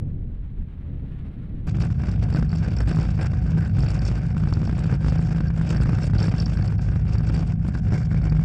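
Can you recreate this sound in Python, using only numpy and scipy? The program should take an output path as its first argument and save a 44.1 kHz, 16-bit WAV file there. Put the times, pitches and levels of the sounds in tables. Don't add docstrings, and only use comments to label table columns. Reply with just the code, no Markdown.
import sys
import numpy as np
from scipy import signal
from scipy.fft import rfft, irfft
from scipy.io import wavfile
from scipy.ndimage import uniform_filter1d, minimum_filter1d

SR = 44100
rng = np.random.default_rng(int(sys.argv[2]) if len(sys.argv) > 2 else 0)


def transcribe(u):
    v = np.clip(np.atleast_2d(u).T, -1, 1)
    q = np.round(v * 32767).astype(np.int16)
    wavfile.write(sys.argv[1], SR, q)


def field_ratio(decibels):
    return 10 ** (np.asarray(decibels, dtype=float) / 20)


N = 372330

# f/Hz, level/dB per Hz
LOW_RATTLE = [(150, -29), (250, 5.5), (348, 0), (578, -3.5), (741, -6.5), (1040, -12), (1560, -11),
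              (1820, -18.5), (2360, -15), (4200, -48.5), (5460, -53), (9240, -120)]
# f/Hz, level/dB per Hz
BRIGHT_RATTLE = [(2500, -10), (3600, 0), (4200, 0), (4600, 2), (5400, -1.5), (6200, -7.5), (7600, -6.5),
                 (8800, -12), (10000, -12), (13000, -9.5), (15500, -32.5)]
# t/s, peak level/dB, f/Hz
PIN_KNOCKS = [(1.784, -38.5, 1424), (2.223, -33, 1540), (2.346, -16, 1590), (2.385, -32, 1590),
              (2.877, -30.5, 1544), (2.912, -28, 1504), (2.968, -29.5, 1335), (2.986, -24, 1585),
              (4.113, -28.5, 1650), (4.366, -30, 1340), (4.435, -30, 1317), (4.524, -25.5, 1364),
              (4.569, -31, 1490), (4.693, -28, 1563), (5.121, -29, 1340), (5.19, -27.5, 1270),
              (5.404, -27.5, 1310), (5.501, -32, 1480), (5.611, -21.5, 1460), (5.746, -28.5, 1486),
              (5.856, -28.5, 1292), (5.891, -24.5, 1680), (5.93, -26, 1556), (6.209, -31, 1373),
              (6.281, -29, 1390), (6.958, -32.5, 1294), (7.375, -37, 1610), (7.75, -32, 1500),
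              (7.921, -27, 2165), (7.931, -25.5, 2290)]
# t/s, peak level/dB
WHEEL_KNOCKS = [(1.684, -39.5), (1.817, -40), (1.901, -34), (2.083, -31.5), (2.424, -25.5), (2.528, -28.5),
                (2.675, -34.5), (3.087, -35), (3.242, -35.5), (3.332, -33), (3.574, -33.5), (3.783, -30.5),
                (3.833, -28.5), (4.472, -28.5), (4.841, -34.5), (4.924, -27), (5.044, -25), (5.082, -28.5),
                (5.346, -34.5), (5.801, -29.5), (6.133, -28), (6.338, -19.5), (6.571, -32.5), (6.722, -32),
                (7.151, -29), (7.296, -30.5), (7.684, -31), (8.254, -38.5), (8.321, -28.5), (8.392, -31.5)]
# t/s, peak level/dB, f/Hz
LINK_KNOCKS = [(2.034, -25, 440), (2.325, -22.5, 438), (2.445, -36, 380), (2.614, -32, 385),
               (2.734, -29.5, 412), (3.189, -23.5, 528), (4.346, -28, 428), (4.424, -29.5, 500),
               (4.615, -25, 425), (4.629, -23.5, 382), (4.674, -23.5, 530), (4.726, -22.5, 610),
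               (4.855, -23, 404), (5.062, -26, 450), (5.153, -29, 444), (5.307, -27.5, 533),
               (5.573, -26.5, 487), (5.723, -28.5, 487), (5.984, -22, 402), (6.038, -27, 455),
               (6.097, -24, 470), (6.154, -28.5, 390), (6.189, -25.5, 433), (6.411, -28, 423),
               (6.463, -23, 608), (7.052, -30, 406), (7.09, -28, 595), (7.108, -30, 401),
               (7.204, -24.5, 493), (7.404, -27.5, 430), (7.424, -24, 505), (7.646, -32.5, 541),
               (7.947, -24, 401), (8.004, -28, 452), (8.113, -24, 490), (8.143, -23.5, 415),
               (8.214, -28, 382), (8.267, -24.5, 509), (8.347, -26, 734)]


def rms_one(x):
    return x / np.sqrt(np.mean(x ** 2) + 1e-20)


def hiss_noise():
    return rng.standard_normal(N)


def in_time(rows):
    s, *columns = np.transpose(rows)
    return [np.interp(np.arange(N) / SR, s, c) for c in columns]


def drift(rate):
    r = np.exp(-40 * np.pi * rate / SR)
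    chance = rng.standard_normal(N // 20 + 2002)
    slow = signal.lfilter([1], [1, -2 * r, r * r], chance)[2000:]
    return np.interp(np.arange(N) / 20, np.arange(len(slow)), rms_one(slow))


def colour(x, spectrum):
    size = 2 ** 15
    hz, db = np.transpose(spectrum)
    bins_hz = np.arange(size // 2 + 1) * SR / size
    log_gain = np.interp(np.log(bins_hz + 1), np.log(hz), db) * np.log(10) / 20
    cepstrum = irfft(log_gain)
    cepstrum[1:size // 2] *= 2
    cepstrum[size // 2 + 1:] = 0
    response = irfft(np.exp(rfft(cepstrum)))
    return rms_one(signal.fftconvolve(x, response)[:N])


def resonance(x, hz, width_hz, count=1):
    r = np.exp(-np.pi * width_hz / SR)
    for _ in range(count):
        x = signal.lfilter([1, 0, -1], [1, -2 * r * np.cos(2 * np.pi * hz / SR), r * r], x)
    return rms_one(x)


def evened(x, hold_s):
    swell = uniform_filter1d(x ** 2, int(hold_s * SR))
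    return rms_one(x / (swell + 0.013) ** 0.37)


def struck(s, level_db, hz, t60, rise_s):
    t = np.arange(int(.06 * SR)) / SR
    rise = (1 - np.exp(-t / rise_s)) ** 2
    return int(s * SR), field_ratio(level_db - 60 * t / t60) * np.sin(2 * np.pi * hz * t) * rise


def add(out, start, wave):
    out[start:start + len(wave)] += wave[:N - start]


def hump(s, before_s, after_s):
    t = np.arange(0, N + 64, 64) / SR - s
    return np.exp(-(t / np.where(t < 0, before_s, after_s)) ** 2)


def filled(coarse):
    return np.interp(np.arange(N) / 64, np.arange(len(coarse)), coarse)


def tone_gain(rest_db, swells):
    swelling = sum(field_ratio(2 * db) * hump(s, .5 * long_s, .5 * long_s) for s, db, long_s in swells)
    return filled(np.sqrt(field_ratio(2 * rest_db) + swelling))


def far_pass():
    # t/s, wind level/dB, rumble level/dB
    far_levels = [(0.0, -44.5, -24.5), (0.072, -32.5, -26.5), (0.416, -30.5, -39), (0.536, -34, -37),
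                  (0.6, -25, -32), (0.692, -36.5, -40), (0.92, -34.5, -31.5), (1.44, -36, -33.5),
                  (1.66, -29, -30.5)]
    # t/s, level/dB
    far_tracks = [(0, -66.5), (.4, -65.5), (.8, -62.5), (1.2, -60), (1.66, -61.5)]
    # f/Hz, level/dB per Hz
    wind_spectrum = [(8, -14), (20, 8), (45, 10), (90, -6.5), (140, -4.5), (300, -78.5)]
    # f/Hz, level/dB per Hz
    rumble_spectrum = [(53, -11.5), (90, 0.5), (97, -4), (160, -6), (262, -17), (294, -18), (315, -24),
                       (412, -27.5), (900, -50), (1170, -81.5), (1980, -120)]
    # f/Hz, level/dB per Hz
    hiss_spectrum = [(350, -17), (600, 0.5), (1000, -3), (2000, -5), (3000, -11), (4000, -16.5),
                     (5000, -27.5), (6500, -34), (11800, -35), (12200, -59), (15000, -59)]
    # f/Hz, width/Hz, level/dB
    exhaust_modes = [(73, 4.7, -46), (131.3, 14, -50.5), (159.1, 3.7, -53)]
    wind_db, rumble_db = in_time(far_levels)
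    hiss_db, = in_time(far_tracks)
    wind = colour(hiss_noise(), wind_spectrum)
    rumble = colour(hiss_noise(), rumble_spectrum) * field_ratio(3 * drift(6))
    low, *hum = [field_ratio(db + 35.0) * resonance(hiss_noise(), hz, w, count=2) for hz, w, db in exhaust_modes]
    hiss = colour(hiss_noise(), hiss_spectrum) * field_ratio(1.7 * drift(24))
    out = field_ratio(wind_db) * evened(wind + low, 0.037)
    out += field_ratio(rumble_db) * evened(rumble + sum(hum), 0.091)
    out += field_ratio(hiss_db) * hiss
    return out - .06 * np.exp(-np.arange(N) / SR / .0027)


def firing_phase():
    # t/s, f/Hz
    firing = [(1.67, 55.5), (3.2, 56), (4.2, 53.8), (5.7, 54.3), (7.4, 54.6), (8.44, 54.5)]
    firing_hz, = in_time(firing)
    return 2 * np.pi * np.cumsum(firing_hz * (1 + 0.012 * drift(4.1))) / SR


def hull(phase):
    # f/Hz, level/dB per Hz
    jolts = [(8.8, -64), (15, -15.5), (59, 0.5), (131, -1), (178, 6), (271, -21), (356, -29), (616, -48.5),
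             (700, -35.5), (910, -61.5), (1540, -120)]
    # t/s, lower f/Hz, upper f/Hz
    shaft_speeds = [(1.67, 105.8, 155.4), (1.97, 102.9, 165.6), (3.23, 101.9, 156.6), (3.52, 108.9, 161.2),
                    (3.65, 98.76, 165.9), (3.97, 100.1, 151.8), (4.16, 108, 158.4), (5.14, 101, 160.3),
                    (5.78, 112.5, 162.8), (6.08, 97.5, 161.5), (6.29, 106.7, 170.1), (6.67, 101, 156.0),
                    (7.27, 108.1, 158.7), (7.7, 96.73, 164.3), (8.12, 107, 157.5), (8.44, 96, 156.3)]
    # f/Hz, width/Hz, share that is a clean tone
    hull_modes = [
        (56, 7.9, 0.89),
        (104.2, 21, 0.62),
        (159.6, 9, 0.9),
    ]
    rest_levels = (-31.5, -30, -31)
    # t/s, peak level/dB, length/s
    firing_swells = [(1.8, -27, 0.092), (2.3, -26.5, 0.34), (2.95, -25, 0.41), (3.45, -25.5, 0.071),
                     (3.85, -23, 0.12), (4.07, -26, 0.23), (4.45, -34.5, 0.26), (5.07, -25.5, 0.096),
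                     (5.3, -26.5, 0.07), (5.82, -23, 0.2), (6.17, -22.5, 0.093), (6.5, -23.5, 0.26),
                     (6.9, -22, 0.077), (7.25, -24, 0.28), (7.85, -30.5, .2), (8.3, -24, 0.31)]
    # t/s, peak level/dB, length/s
    lower_swells = [(1.77, -24, 0.097), (2.2, -26, 0.38), (2.729, -24.5, 0.046), (3.23, -29.5, 0.14),
                    (3.75, -27.5, 0.37), (4.02, -25, 0.089), (4.63, -22.5, .2), (5.17, -30, 0.069),
                    (5.94, -22, 0.071), (6.2, -21.5, 0.18), (6.719, -25.5, 0.27), (7.2, -27.5, .4),
                    (7.6, -26, 0.17), (7.902, -25, 0.17), (8.15, -26.5, 0.13)]
    # t/s, peak level/dB, length/s
    upper_swells = [(1.749, -35.5, 0.27), (2.452, -26, 0.29), (2.949, -26.5, 0.11), (3.549, -21.5, 0.077),
                    (4.403, -26, 0.09), (4.9, -28, 0.1), (5.252, -27.5, .4), (5.68, -24, 0.23),
                    (6.198, -29.5, 0.25), (6.951, -27.5, 0.05), (7.35, -31.5, 0.17), (7.6, -30.5, 0.18),
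                    (7.95, -30.5, 0.28), (8.349, -24, 0.13)]
    # f/Hz, width/Hz, level/dB
    side_modes = [
        (76.7, 15.6, -30),
        (130.2, 9, -32),
        (213.2, 35, -40.5),
    ]
    # t/s, peak level/dB, length/s
    side_swells = [(2.395, -28, .12), (2.857, -36, .15), (3.295, -29.5, 0.27), (3.809, -24, 0.098),
                   (4.25, -29.5, .12), (4.916, -27.5, 0.085), (5.325, -31.5, 0.17), (5.742, -28.5, 0.5),
                   (6.45, -37, .15), (7.046, -32, .15), (7.452, -33.5, 0.09), (8.112, -31, 0.31)]
    # f/Hz, width/Hz, level/dB
    gear_whine = (729, 32, -58)
    out = field_ratio(-29.5) * evened(colour(hiss_noise(), jolts), 0.019)
    shafts = [2 * np.pi * np.cumsum(hz * (1 + 0.01191 * drift(5.02))) / SR for hz in in_time(shaft_speeds)]
    gains = map(tone_gain, rest_levels, (firing_swells, lower_swells, upper_swells))
    for angle, gain, (hz, w, clean) in zip([phase] + shafts, gains, hull_modes):
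        ringing = evened(resonance(hiss_noise(), hz, 2.0 * w, count=2), 0.025) * field_ratio(3 * drift(10))
        out += gain * (np.sqrt(2 * clean) * np.cos(angle) + np.sqrt(1 - clean) * ringing)
    for i, (hz, w, db) in enumerate(side_modes):
        gain = tone_gain(db, side_swells) if i == 1 else field_ratio(db)
        out += gain * evened(resonance(hiss_noise(), hz, 1.23 * w, count=2), 0.063)
    hz, w, db = gear_whine
    whine = evened(resonance(hiss_noise(), hz, w, count=2), 0.12)
    return out + field_ratio(db + 2.9 * drift(10.0)) * whine


def shaking():
    # t/s, level/dB
    ground = [(1.67, -45.5), (2.4, -44.5), (3.0, -39.5), (3.5, -45.5), (3.9, -40.5), (4.3, -45.5),
              (4.8, -43), (5.4, -42.5), (5.8, -40.5), (6.3, -41), (6.9, -45), (7.3, -44), (7.7, -44),
              (8.44, -46)]
    # landing t/s, depth/dB, fade/s
    lulls = [(1.731, 17.5, 0.035), (1.887, 7.5, 0.02), (1.972, 6, 0.059), (2.2, 5.5, 0.065),
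             (2.491, 6.5, 0.16), (2.85, 7.5, 0.017), (3.159, 7, 0.042), (3.41, 3.5, 0.076),
             (3.73, 7.5, 0.062), (4.009, 6, 0.014), (4.34, 5, 0.02), (4.992, 11.5, 0.039),
             (5.54, 10, 0.092), (6.12, 10.5, 0.031), (6.77, 14.5, 0.016), (7.05, 7.5, 0.053),
             (7.33, 5, 0.023), (7.602, 10, .07), (7.72, 3, 0.034), (7.828, 11, 0.18), (8.088, 11.5, 0.048)]
    # t/s, rise/dB, extra brightness/dB
    bumps = [(1.7, 9.5, 5.5), (1.819, 6, 3.5), (2.09, 4, 1), (2.23, 2, 2), (2.37, 13.5, -1),
             (2.81, 1.5, -2), (2.9, 1.5, 3), (3.21, 4.5, 0.5), (3.63, 2.5, 0.5), (4.06, 3, 7.5),
             (4.93, 7, -5.5), (5.072, 1, 6), (5.702, 5.5, -2.5), (6.041, 0, 6.5), (6.219, 7, 0.5),
             (6.39, 1.5, 3), (7.11, -0.5, 5.5), (7.289, 4.5, -1), (7.36, 4, 3.5), (7.68, 4.5, 3),
             (7.757, 8.5, 6.5), (7.932, 5, 3.5), (8.037, 6.5, 3.5), (8.27, 2.5, -2.5)]
    landing_s, bump_s = 0.016, 0.048
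    ground_db, = in_time(ground)
    lull_db = sum(db * hump(s, fade_s, landing_s) for s, db, fade_s in lulls)
    all_knocks = PIN_KNOCKS + WHEEL_KNOCKS + LINK_KNOCKS
    lull_db += sum(3 * hump(s - .002, .008, 0.0033) for s, *_ in all_knocks)
    bump_db = sum(db * hump(s, 0.55 * bump_s, bump_s) for s, db, _ in bumps)
    extra_db = sum(db * hump(s, 0.55 * bump_s, bump_s) for s, _, db in bumps)
    low_db = ground_db + filled(bump_db - lull_db)
    bright_db = low_db - 14 + 0.37 * (low_db - np.mean(low_db)) + filled(extra_db)
    return low_db, bright_db


def rattle(shake, phase):
    # f/Hz, width/Hz, level/dB
    mount_modes = [(733, 20, -16), (1570, 230, -8), (2550, 1890, -22), (315.2, 34, -12.5)]
    # f/Hz, width/Hz, level/dB
    metal_buzz = [(4600, 240, -10), (5100, 160, -10), (5350, 110, -11), (2720, 60, -12)]
    # from t/s, f/Hz, width/Hz, level/dB
    loose_plate = (7.92, 2290, 360, -12.5)
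    low_db, bright_db = shaking()
    swing = np.abs(np.roll(rms_one(shake), 60) - .25)
    firing_db = 3.2 * np.cos(phase - .7)
    gate = field_ratio(1.4 * swing + firing_db + 4.7 * drift(12.9) + 1.78 * drift(99))
    sizes = field_ratio(0.91 * np.minimum(rng.exponential(1, N), 5)) * rng.choice([-1, 1], N)
    single_hits = rms_one(sizes * (rng.random(N) < 1500 / SR))
    contacts = evened((single_hits + 0.86 * hiss_noise()) * gate, 0.044)

    low = colour(contacts, LOW_RATTLE)
    low += sum(field_ratio(db + 2.0 * drift(7)) * resonance(contacts, hz, w, count=2) for hz, w, db in mount_modes)
    loose_s, hz, w, db = loose_plate
    is_loose = np.arange(N) > loose_s * SR
    low += field_ratio(db + 3.5 * drift(20)) * resonance(contacts, hz, w, count=2) * is_loose
    upper = signal.sosfilt(signal.butter(3, 1900, "high", fs=SR, output="sos"), low)
    low += upper * (field_ratio(2 * drift(12)) - 1)

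    metal_gate = field_ratio(2.7 * drift(23) - 0.3 * firing_db + 2.8 * drift(100))
    hard = evened(contacts * metal_gate, 0.075)
    bright = colour(hard, BRIGHT_RATTLE)
    bright += sum(field_ratio(db) * resonance(hard, hz, w) for hz, w, db in metal_buzz)
    fringe = signal.sosfilt(signal.butter(4, 6300, "high", fs=SR, output="sos"), bright)
    bright += fringe * (field_ratio(6.55 * np.minimum(drift(26), 1.3) + 3.0) - 1)
    return field_ratio(low_db + 3.0) * rms_one(low) + field_ratio(bright_db - 1.5) * bright


def knocks(phase):
    out, snaps, puffs, t = np.zeros(N), np.zeros(N), np.zeros(N), np.arange(1500) / SR
    swell = (t / .003 * np.exp(1 - t / .003)) ** 2
    shove = -(t / 0.00099) ** 2 * np.exp(-t / 0.0017) * np.cos(2 * np.pi * 130 * t)
    drops = [(s, db - 8.5, hz) for s, db, hz in LINK_KNOCKS]
    wheels = [(s, db, 1090 * (1 + 0.028 * rng.normal())) for s, db in WHEEL_KNOCKS]
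    for (s, db, hz), noise in zip(PIN_KNOCKS + wheels + drops, rng.standard_normal((120, 1500))):
        add(out, *struck(s, db - 8, hz, t60=.018, rise_s=0.0015))
        add(out, int(s * SR), field_ratio(db + 13) * shove)
        add(puffs, int(s * SR), field_ratio(db) * swell * noise)
        snaps[int((s + .002) * SR)] = -field_ratio(db + 27.5)
    firings = np.diff((phase - .7) // (2 * np.pi), prepend=-1)
    jerked = firings * (rng.random(N) < .55)
    snaps -= jerked * field_ratio(shaking()[0] + 29 + 3 * hiss_noise())
    snap_band = signal.butter(3, [260, 1800], "band", fs=SR, output="sos")
    out += signal.sosfiltfilt(snap_band, snaps + 1e-18)
    puff = field_ratio(-5.0) * colour(puffs, LOW_RATTLE) + field_ratio(-21.5) * colour(puffs, BRIGHT_RATTLE)
    return out + np.std(puffs) * puff


def ticks(phase):
    # t/s, peak level/dB, upper mode relative level/dB, top mode relative level/dB
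    main_ticks = [(1.8132, -72, -10, 3), (2.113, -32, -8, -4.5), (2.232, -38, -6, -28),
                  (2.338, -30.5, -6, -8), (2.5588, -44.5, 4, 2), (2.765, -36, -1, -4),
                  (2.7848, -47, 15, -20), (3.218, -41, 7, -2), (3.648, -42, -2, -4),
                  (3.8632, -31.5, -10, -18), (3.885, -32, -5, -7), (3.903, -43, 9, -4),
                  (4.051, -33.5, 6, 0), (4.076, -35, -1, -18), (4.486, -38.5, -3, -26),
                  (4.5363, -31, -4.5, -11), (4.939, -41, 4, -24), (5.4802, -38.5, 0, -22),
                  (5.6907, -35, 2, 0), (6.0314, -43, 15, 4), (6.182, -23.5, -11.5, -24),
                  (6.227, -32, 3, -3), (6.2674, -34.5, 3, -18), (6.3998, -26.5, 2.5, -26),
                  (6.458, -27.5, 2, -26), (6.6222, -33.5, -7, -15), (6.676, -31.5, -4.5, -12),
                  (7.1813, -32.5, -8, -11), (7.348, -30, -17, -9), (8.2963, -34.5, -8, -17)]
    # t/s, peak level/dB, upper mode relative level/dB
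    light_ticks = [(2.3245, -34.5, -0.5), (2.3677, -44, -2), (2.492, -40, -3), (2.5157, -34, -8),
                   (2.5376, -43, -1.5), (2.5698, -39, 0.5), (2.5894, -40, -6), (2.6445, -43, -6),
                   (2.6564, -48, -2), (2.7048, -45, -2), (2.817, -38, 3), (2.9257, -41, -3),
                   (2.9733, -35, 1), (3.0084, -40.5, 4), (3.151, -42, -10), (3.1762, -43, -2),
                   (3.6159, -52, -12), (3.803, -34, 1), (3.8258, -35, 0), (3.9905, -34, -2),
                   (4.3144, -47, 3), (4.4383, -50, -2), (4.6692, -36.5, 0), (4.6844, -49, -5),
                   (4.7324, -48, -2), (4.7556, -44, -4), (4.8474, -45, -5), (4.8755, -50, -2),
                   (4.9235, -37, -5.5), (5.0948, -42.5, 3), (5.1834, -39, 1), (5.2631, -44.5, 1),
                   (5.469, -44.5, -1), (5.7675, -36, 0), (5.8089, -38, 1), (5.8852, -40, 1),
                   (6.049, -41.5, -1.5), (6.073, -38, -2), (6.201, -30.5, 1), (6.2927, -35, -2),
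                   (6.3452, -42, 5), (6.3808, -32, 0), (6.419, -34.5, -2), (6.5705, -37, -1),
                   (6.781, -44, -2), (7.0785, -45, -4), (7.2876, -34.5, -3.5), (7.3787, -42.5, -2),
                   (7.921, -40, 1), (8.0314, -40, -14), (8.2164, -42, -2), (8.2407, -45.5, -2)]
    # f/Hz, t60/s
    latch_modes = [
        (4590, 0.015),
        (5350, 0.015),
        (7500, 0.012),
    ]
    firings = np.flatnonzero(np.diff(phase // (2 * np.pi)))
    luck, spread = rng.random(600), rng.normal(0, 1, (600, 3))
    low_db = shaking()[0]
    faint = [(i / SR, low_db[i] - 6 + 3 * p, -8 + 6 * q, -14 + 7 * r)
             for i, chance, (p, q, r) in zip(firings, luck, spread) if chance < 0.1]
    nudges = [(s, db - 1, upper_db, -13.5) for s, db, upper_db in light_ticks]
    out, off_pitch = np.zeros(N), rng.normal(0, .01, (200, 3))
    for (s, db, upper_db, top_db), detune in zip(main_ticks + nudges + faint, off_pitch):
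        for (hz, t60), rel_db, shift in zip(latch_modes, (0, upper_db, top_db), detune):
            add(out, *struck(s, db + rel_db + 7.5, hz * (1 + shift), t60, rise_s=0.0017))
    return out * (1 + .6 * drift(500))


def spits():
    # t/s, peak level/dB
    sizzles = [(2.3685, -61), (2.6269, -77), (2.7202, -72), (2.7636, -75), (2.806, -67), (2.877, -69),
               (4.924, -69), (5.6907, -61.5), (6.0314, -63), (6.2328, -60), (7.9302, -60.5), (8.1119, -85)]
    out, swell = np.zeros(N), np.hanning(1500)
    for (s, db), noise in zip(sizzles, rng.standard_normal((len(sizzles), 1500))):
        add(out, int(s * SR) - 500, field_ratio(db - 1.5) * swell * noise)
    return signal.sosfilt(signal.butter(6, [11500, 14500], "band", fs=SR, output="sos"), out + 1e-18)


def in_housing(near):
    near = near - .45 * signal.lfilter(*signal.iirpeak(4130, 12, fs=SR), near)
    return signal.sosfilt(signal.butter(8, 8460, fs=SR, output="sos"), near)


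def scene():
    change_s = 1.6702
    phase = firing_phase()
    shake = hull(phase)
    near = shake + rattle(shake, phase) + knocks(phase) + ticks(phase)
    near = in_housing(near) + spits()
    since = np.arange(N) / SR - change_s
    near *= np.clip(since / .003, 0, 1) * np.clip((since[-1] - since) / .004, 0, 1)
    far = far_pass() * np.clip(-since / .002, 0, 1)
    jump = 0.018 * (since >= 0) * np.exp(-np.abs(since) / .002)
    return (far + near + jump)[None]


def low_pass(x):
    return signal.sosfilt(signal.butter(12, 15000, fs=SR, output="sos"), x)


def record(dry):
    peak = -minimum_filter1d(-np.abs(dry), size=700)
    gain = uniform_filter1d(np.minimum(1, 0.38 / (peak + 1e-9)), size=500)
    rounded = 0.43 * np.tanh((dry * gain - .01) / 0.42)
    return low_pass(rounded - np.mean(rounded))


dry = scene()
out = record(dry)
transcribe(out)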